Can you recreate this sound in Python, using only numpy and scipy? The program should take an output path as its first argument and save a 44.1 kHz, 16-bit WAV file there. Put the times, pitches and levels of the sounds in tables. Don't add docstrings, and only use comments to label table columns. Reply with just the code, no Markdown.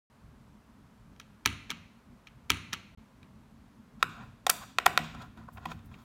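import sys
import numpy as np
from scipy import signal
from scipy.io import wavfile
from scipy.ndimage import uniform_filter1d

SR = 44100
rng = np.random.default_rng(int(sys.argv[2]) if len(sys.argv) > 2 else 0)


def gain_from_db(level_db):
    decades = np.asarray(level_db, float) / 20
    return 10 ** decades


def to_wav(s):
    ch = np.atleast_2d(s).T
    pcm = np.round(np.clip(ch, -1, 1) * 32767)
    wavfile.write(sys.argv[1], SR, pcm.astype(np.int16))


N = 266716


def evened(x):
    return x / np.sqrt(np.mean(x ** 2) + 1e-20)


def read(points, hz):
    f, value = np.transpose(points)
    return np.interp(np.log(hz + 1), np.log(f + 1), value)


def add(mix, start_s, sound):
    part = mix[round(start_s * SR):][:len(sound)]
    part += sound[:len(part)]


def rings(body, hollow_db, lows_db, highs_db, place, blur=1):
    hz, width_hz, db = np.transpose(body)[:, :, None]
    t = np.arange(1024) / SR
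    colour_hz = [950, 1280, 2400, 5000]
    colour_db = np.interp(np.log(hz), np.log(colour_hz), [hollow_db, lows_db, 0, highs_db])
    sign = (-1) ** np.arange(len(body))[:, None]
    height = gain_from_db(db + colour_db + 1.5 * place) * width_hz * sign
    decay = np.exp(-np.pi * blur * width_hz * t)
    modes = height * decay * np.sin(2 * np.pi * hz * (1 + 0.008 * place) * t)
    return modes.sum(0) * np.exp(-(t / 0.009) ** 4)


def knocks(rows, body, crack_db, crack_hz, thin_hz):
    out, t = np.zeros((2, N)), np.arange(768) / SR
    chance = rng.standard_normal((len(rows), 3, 768))
    band = signal.butter(2, crack_hz, "bandpass", fs=SR)
    blow = np.array([0, 0, 0, 0, 0, 0, 0.2, 0.8, 0.2])
    snap = signal.lfilter(*band, t == 0)
    crack_fade = np.exp(-t / 0.00041) + 0.033 * np.exp(-t / 0.0026)
    for row, (contact, grit, place) in zip(rows, chance):
        start_s, peak_db, lows_db, highs_db, hollow_db, chatter_ms = row
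        colour = hollow_db, lows_db, highs_db
        fade = np.exp(-t * 1000 / max(chatter_ms, 0.1)) * (1 - np.exp(-t / 0.00053))
        force = 0.03 * chatter_ms * contact ** 3 * fade
        add(force, 0, blow)
        ring = np.convolve(force, rings(body, *colour, place[:len(body), None]))
        ring /= abs(ring).max()
        crack = np.convolve(fade, crack_fade)[:768] * signal.lfilter(*band, grit)
        crack *= gain_from_db(crack_db + highs_db) / abs(crack).max()
        spread = np.convolve(blow, rings(body, *colour, 0, blur=2.6))
        spread *= np.linalg.norm(ring) / np.linalg.norm(spread)
        add(spread, 0, -snap * np.linalg.norm(crack) / np.linalg.norm(snap))
        add(ring, 0, crack)
        level = gain_from_db(peak_db) / abs(ring).max()
        add(out[0], start_s, level * ring)
        add(out[1], start_s, level * spread)
    return signal.lfilter(*signal.butter(3, thin_hz, "highpass", fs=SR), out)


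# pitch_hz [Hz], width_hz [Hz], level_db [dB]
KEY_RINGS = [(240, 70, -0.5), (403, 110, -6.5), (904, 98, -1.5), (1278, 79, 6), (1681, 214, 2),
             (2340, 220, 6.5), (3210, 205, 4), (3820, 350, 0.5), (4502, 190, 1), (4540, 210, -2),
             (5690, 970, -5), (7060, 1300, -13), (9600, 160, -15.5), (12600, 770, -35.5),
             (13900, 450, -21.5)]
# start_s [s], peak_db [dB]
KEY_DOWN = [
    (1.459, -5.5),
    (2.5024, -6),
]
# delay_ms [ms], below_peak_db [dB], lows_db [dB], highs_db [dB], chatter_ms [ms]
DOWN_CONTACTS = [
    (-6.5, -21, -2.5, -2, 6),
    (0, -1, 2.5, 4, 1.09),
    (3, -12, -2, 2, 1.2),
    (7.5, -16.5, 3.5, -7.5, 1.02),
]


def press_key():
    hollow_db = 2
    rows = []
    for start_s, peak_db in KEY_DOWN:
        for delay_ms, db, lows_db, highs_db, chatter_ms in DOWN_CONTACTS:
            rows.append((start_s + delay_ms / 1000, peak_db + db, lows_db, highs_db, hollow_db, chatter_ms))
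    return knocks(rows, KEY_RINGS, crack_db=-14.5, crack_hz=[2500, 14000], thin_hz=172)


# start_s [s], peak_db [dB], rebound_gap_ms [ms]
KEY_UP = [
    (1.7032, -20, 7.6),
    (2.7303, -17, 5.3),
]
UP_DELAYS = [-1, 0, 1.13, 1.95, 2.95]
# below_peak_db [dB], lows_db [dB], highs_db [dB], chatter_ms [ms]
UP_CONTACTS = [
    (-15.5, 1, -7.5, 4.8),
    (-0.3, -6, 4.5, 2.4),
    (-5, 5.5, 5, 1.76),
    (-12, 12.5, -5.5, 0.95),
    (-22, 15, -7, 1.11),
]
# start_s [s], peak_db [dB], lows_db [dB], highs_db [dB], chatter_ms [ms]
BRUSHES = [
    (1.163, -51.5, -2.5, 1, 0.6),
    (1.198, -41, 7, 7, 1.2),
    (1.1996, -33, 3.5, 7, 0.91),
    (1.2032, -38.5, 12, -1, 0.54),
    (1.208, -52.5, 2.5, 6, 5.2),
    (2.2696, -39, -0.5, -3, 5.3),
    (3.23, -44.5, -0.5, -1, 1.63),
]


def release_and_touch_key():
    release_hollow_db, touch_hollow_db = 2.5, -4.5
    rows = []
    for start_s, peak_db, lows_db, highs_db, chatter_ms in BRUSHES:
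        rows.append((start_s, peak_db, lows_db, highs_db, touch_hollow_db, chatter_ms))
    for start_s, peak_db, gap_ms in KEY_UP:
        for delay, (db, lows_db, highs_db, chatter_ms) in zip(UP_DELAYS, UP_CONTACTS):
            contact_s = start_s + delay * gap_ms / 1000
            rows.append((contact_s, peak_db + db, lows_db, highs_db, release_hollow_db, chatter_ms))
    near, far = knocks(rows, KEY_RINGS, crack_db=-20, crack_hz=[2500, 14000], thin_hz=148.3)
    spring_hz, spring_width_hz = 9700, 700
    far = signal.lfilter(*signal.iirnotch(spring_hz, spring_hz / spring_width_hz, SR), far)
    return near, far


# pitch_hz [Hz], width_hz [Hz], level_db [dB]
CASE_RINGS = [(417, 130, -14.5), (745, 64, 6.5), (1014, 59, 9), (1373, 145, 6.5), (1896, 110, 2.5),
              (2477, 240, 0.5), (3280, 160, -1), (3647, 210, -1.5), (4313, 300, -8.5), (4770, 320, -10),
              (5760, 81, -13), (6210, 290, -15.5), (6860, 1300, -15.5), (9920, 590, -39),
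              (12300, 790, -34.5), (15000, 900, -29)]
# start_s [s], peak_db [dB], lows_db [dB], highs_db [dB], hollow_db [dB]
TIP_SLIPS = [(4.0265, -12.5, 5.5, -1, 0.5), (4.0273, -7, 7, -1.1, -9.5), (4.4659, -12, -4, 7, 6),
             (4.4917, -36, -3.5, -3.5, -6), (4.495, -11, 15.5, 14.5, 13), (4.498, -5.5, 5.5, 20, 0.5),
             (4.502, -18.5, 2.1, -9.5, -10), (4.785, -6, 0.1, -2, -3.5), (4.859, -14, 6.5, 4.5, 9),
             (4.8615, -8, -14, 13, 7.5), (4.8642, -3, 2, -12, 0.1), (4.9754, -3.5, -2.5, 1.2, -5),
             (4.9905, -33, -8, 0.1, 19.5)]
# start_s [s], peak_db [dB], lows_db [dB], highs_db [dB], hollow_db [dB]
TIP_TICKS = [(5.147, -47, 10.5, 9, -19), (5.199, -47, 14, -10, 3.5), (5.22, -42.5, -8, 11, -6),
             (5.373, -53, 10.5, 10, -1.5), (5.436, -52, 12, 0.1, 14), (5.48, -45.5, 36, -9, 23),
             (5.4848, -34.5, 32, -13.5, 36), (5.572, -43, -23, -25, -18), (5.5794, -37, 11, -19, 15),
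             (5.6543, -22.5, -6, -6, 8.5), (5.687, -47, -9, -6, -18), (5.716, -32.5, 4, -0.5, 0.5),
             (5.79, -50.5, -4, 0, -6.5), (5.914, -47.5, 8.5, -9, 11), (5.9402, -44.5, -20, -21.5, -15)]


def knock_case():
    rows = []
    for row in TIP_SLIPS + TIP_TICKS:
        peak_db = row[1]
        chatter_ms = min(0.061 - 0.19 * peak_db, 3.4)
        rows.append((*row, chatter_ms))
    return knocks(rows, CASE_RINGS, crack_db=-18, crack_hz=[4000, 13500], thin_hz=345)


def strokes(rows):
    depth_db = 25
    t, power = np.arange(N) / SR, 0
    for peak_s, rise_s, fall_s, *peaks_db in rows:
        away = np.maximum((peak_s - t) / max(rise_s, 0.003), (t - peak_s) / max(fall_s, 0.003))
        power = power + gain_from_db(2 * (np.array(peaks_db)[:, None] - depth_db * away))
    return np.sqrt(power)


# peak_s [s], build_up_s [s], release_s [s], dull_slips_db [dB], fine_grit_db [dB]
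TIP_TWISTS = [(4.01, 0.026, 0.051, -54.5, -66.5), (4.1, 0.035, 0.27, -65, -62.5),
              (4.224, 0.21, 0.071, -45, -69), (4.33, .15, .03, -66, -78), (4.55, 0.034, 0.12, -54, -55),
              (4.636, 0.096, 0.021, -40, -58), (4.7, 0.11, 0.099, -60.5, -66),
              (5.04, .03, 0.19, -43.5, -55), (5.148, 0.032, 0.048, -43.5, -63),
              (5.218, 0.075, 0.074, -40.5, -59), (5.376, 0.014, 0.13, -47.5, -69.5),
              (5.582, 0.023, 0.0062, -36.5, -64), (5.64, 0.084, 0.053, -48.5, -69.5),
              (5.662, .008, 0.074, -46, -63), (5.718, 0.077, 0.031, -39, -54), (5.78, .1, 0.084, -64, -76),
              (5.94, 0.08, .1, -56.5, -69.5), (5.99, .05, 0.13, -59, -70.5)]


def scrape():
    dull, fine = strokes(TIP_TWISTS)
    wander = evened(uniform_filter1d(rng.standard_normal(N), size=900))
    jerk_count = np.cumsum(75 * gain_from_db(1.9 * wander)) / SR
    jerks = rng.standard_normal(N) * (0.76 + np.exp(-(jerk_count % 1) / 0.13))
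    grit = rng.standard_normal(N) * gain_from_db(1.5 * rng.exponential(1, N))
    low_rings = rings(CASE_RINGS, hollow_db=11.0, lows_db=11.0, highs_db=-18.5, place=0)
    high_rings = rings(CASE_RINGS, hollow_db=-22.0, lows_db=-12.5, highs_db=5.5, place=0)
    low = evened(signal.oaconvolve(jerks, low_rings)[:N])
    high = evened(signal.oaconvolve(grit, high_rings)[:N])
    return gain_from_db(-4.5) * dull * low + gain_from_db(3.0) * fine * high


def shaped(tone, size, patchy_db, swell_db):
    frames, hz = 4 * N // size + 5, np.fft.rfftfreq(size, 1 / SR)
    a, b, patches = rng.standard_normal((frames, len(hz), 3)).T
    patches = uniform_filter1d(patches, 6, 0)
    patches = evened(uniform_filter1d(patches, 5, 1))
    swell = evened(uniform_filter1d(rng.standard_normal(frames), 9)) / (1 + hz[:, None] / 400)
    level_db = read(tone, hz)[:, None] + patchy_db * patches + swell_db * swell
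    z = (a + 1j * b) * gain_from_db(level_db)
    return evened(signal.istft(z, nperseg=size, noverlap=3 * size // 4)[1][:N])


# peak_s [s], build_up_s [s], release_s [s], level_db [dB]
FINGER_SLIDES = [(4.164, .2, .07, -80), (4.238, .02, 0.048, -72.5), (5.246, 0.35, 0.065, -72),
                 (5.4, .15, .15, -84), (5.536, 0.027, 0.094, -61), (5.66, 0.026, 0.048, -72),
                 (5.71, 0.086, .12, -65), (5.86, .027, .033, -63), (6.04, 0.32, .1, -71.5)]
# pitch_hz [Hz], level_db [dB]
SKIN_TONE = [(2000, -22), (6000, -9), (9000, -4), (12000, -2), (15000, 0), (17000, 0)]


def slide():
    hiss = shaped(SKIN_TONE, size=256, patchy_db=1.5, swell_db=0)
    return gain_from_db(-1.5) * strokes(FINGER_SLIDES)[0] * hiss


# start_s [s], deep_db [dB], upper_db [dB]
DESK_BOOMS = [(1.46, -34.5, -46.5), (1.704, -53, -48), (2.504, -34.5, -42.5), (2.732, -50, -75),
              (4.028, -50, -45), (4.501, -61, -50.5), (4.866, -49.5, -44), (4.99, -45, -37),
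              (5.376, -47, -49), (5.549, -41.5, -58.5), (5.656, -53, -41.5), (5.735, -41.5, -51.5),
              (5.858, -49.5, -67)]
# pitch_hz [Hz], level_db [dB], time_to_fall_60_db_s [s]
DESK_TONES = [(71.5, -2, 0.34), (98.7, -1.5, .45), (162.8, -0.5, 0.57), (228.3, -2, 0.45), (307, -2, 0.15)]


def desk():
    out, t = np.zeros(N), np.arange(SR // 2) / SR
    hz, db, t60_s = np.transpose(DESK_TONES)[:, :, None]
    upper = np.arange(len(DESK_TONES))[:, None] >= 2
    places = rng.standard_normal((len(DESK_BOOMS), len(DESK_TONES), 1))
    for (start_s, deep_db, upper_db), place in zip(DESK_BOOMS, places):
        level_db = np.where(upper, upper_db, deep_db) + db - 60 * t / t60_s
        modes = gain_from_db(level_db) * np.sin(2 * np.pi * hz * (1 + 0.037 * place) * t)
        add(out, start_s, modes.sum(0) * (1 - np.exp(-t / 0.0032)))
    return out


# pitch_hz [Hz], time_to_fall_60_db_s [s]
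ROOM_FADE = [(100, 0.94), (300, 0.5), (800, 0.38), (2000, 0.71), (5000, 0.63), (12000, .4)]
# delay_s [s], level_db [dB]
WALL_ECHOES = [(0.0148, -16), (0.0312, -33), (0.042, -31), (.068, -32)]


def room(x, echoes_db, tail_db, colour):
    taps = np.zeros(SR)
    at = np.arange(0, SR - 10, 10) + rng.integers(0, 10, (SR - 1) // 10)
    taps[at] = rng.choice([-1., 1.], len(at))
    hz, t, z = signal.stft(taps, SR, nperseg=256)
    fade = gain_from_db(-60 * t / read(ROOM_FADE, hz)[:, None])
    tail = signal.istft(z * fade, SR, nperseg=256)[1][:SR]
    tail *= np.clip((np.arange(SR) / SR - 0.004) / 0.0035, 0, 1)
    tail *= gain_from_db(tail_db) / np.linalg.norm(tail)
    for delay_s, db in WALL_ECHOES:
        scattered = taps[round(delay_s * SR):][:150] * np.exp(-np.arange(150) / 45.)
        add(tail, delay_s, gain_from_db(db + echoes_db) * scattered / np.linalg.norm(scattered))
    grid_hz = np.linspace(0, SR / 2, 1025)
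    wall_top_hz = 15900
    tone = signal.firwin2(1025, grid_hz, gain_from_db(read(colour, grid_hz)) * (grid_hz < wall_top_hz), fs=SR)
    return signal.fftconvolve(x, signal.convolve(tail, tone)[512:])[:N]


# time_s [s], level_db [dB]
RUMBLE_DRIFT = [(0, -1.3), (1.199, 2), (2.9, -0.2), (3.0, 0.7), (4, 2.4), (5, 4), (6.05, 7)]
# pitch_hz [Hz], level_db [dB per Hz]
RUMBLE_TONE = [(16, -39), (28, -7.5), (49, -2), (64, -2.5), (86, -13), (119, -1), (172, -10), (215, -1),
               (270, -10), (350, -23), (420, -19.5), (550, -51.5), (920, -120)]
# pitch_hz [Hz], level_db [dB per Hz]
HISS_TONE = [(220, -32), (380, -5.5), (630, -3.5), (671, -3), (726, -6.5), (979, -2.5), (1500, -7.5),
             (1930, -11.5), (2300, -14), (4820, -20.5), (11800, -27.5), (15200, -30.5), (16500, -44.5)]


def air():
    rumble_db, hiss_db = -57, -66.5
    time_s, drift_db = np.transpose(RUMBLE_DRIFT)
    rumble_gain = gain_from_db(rumble_db + np.interp(np.arange(N) / SR, time_s, drift_db))
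    rumble = rumble_gain * shaped(RUMBLE_TONE, size=2048, patchy_db=1.9, swell_db=3.5)
    hiss = gain_from_db(hiss_db) * shaped(HISS_TONE, size=1024, patchy_db=0.4, swell_db=0.3)
    return rumble + hiss


KEY_WALLS = -0.75, -15.5, [(300, 11.5), (1000, 1.5), (2300, 2.5), (5600, -2), (9100, -2), (9700, 6.5),
             (10300, -7), (16000, -5.5)]
CASE_WALLS = -8.5, -17, [(300, 7.5), (620, 0), (735, 6.5), (860, -1.5), (1300, -0.5), (2500, 1),
              (5000, 0.5), (10000, -2.5), (15500, 3.5)]


def scene():
    down, down_far = press_key()
    up, up_far = release_and_touch_key()
    case, case_far = knock_case()
    rubs = scrape() + slide()
    walls = room(down_far + up_far, *KEY_WALLS) + room(case_far + rubs, *CASE_WALLS)
    return (down + up + case + rubs + walls + desk() + air())[None]


# from_s [s], to_s [s]
SILENCES = [
    (0, .1),
    (2.949, 2.974),
]


def silences():
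    t, open_gain = np.arange(N) / SR, np.ones(N)
    for from_s, to_s in SILENCES:
        open_gain *= (t < from_s) | (t > to_s)
    return uniform_filter1d(open_gain, size=24)


def band_limit(x):
    return signal.sosfilt(signal.butter(12, 17010, fs=SR, output="sos"), x)


def record(dry):
    bass_cut = signal.butter(3, 42, "highpass", fs=SR, output="sos")
    top_cut = signal.firwin(255, 16600, window=("kaiser", 9), fs=SR)
    heard = signal.sosfilt(bass_cut, dry)
    heard = signal.oaconvolve(heard, top_cut[None], "same")
    return band_limit(heard * silences())


dry = scene()
out = record(dry)
to_wav(out)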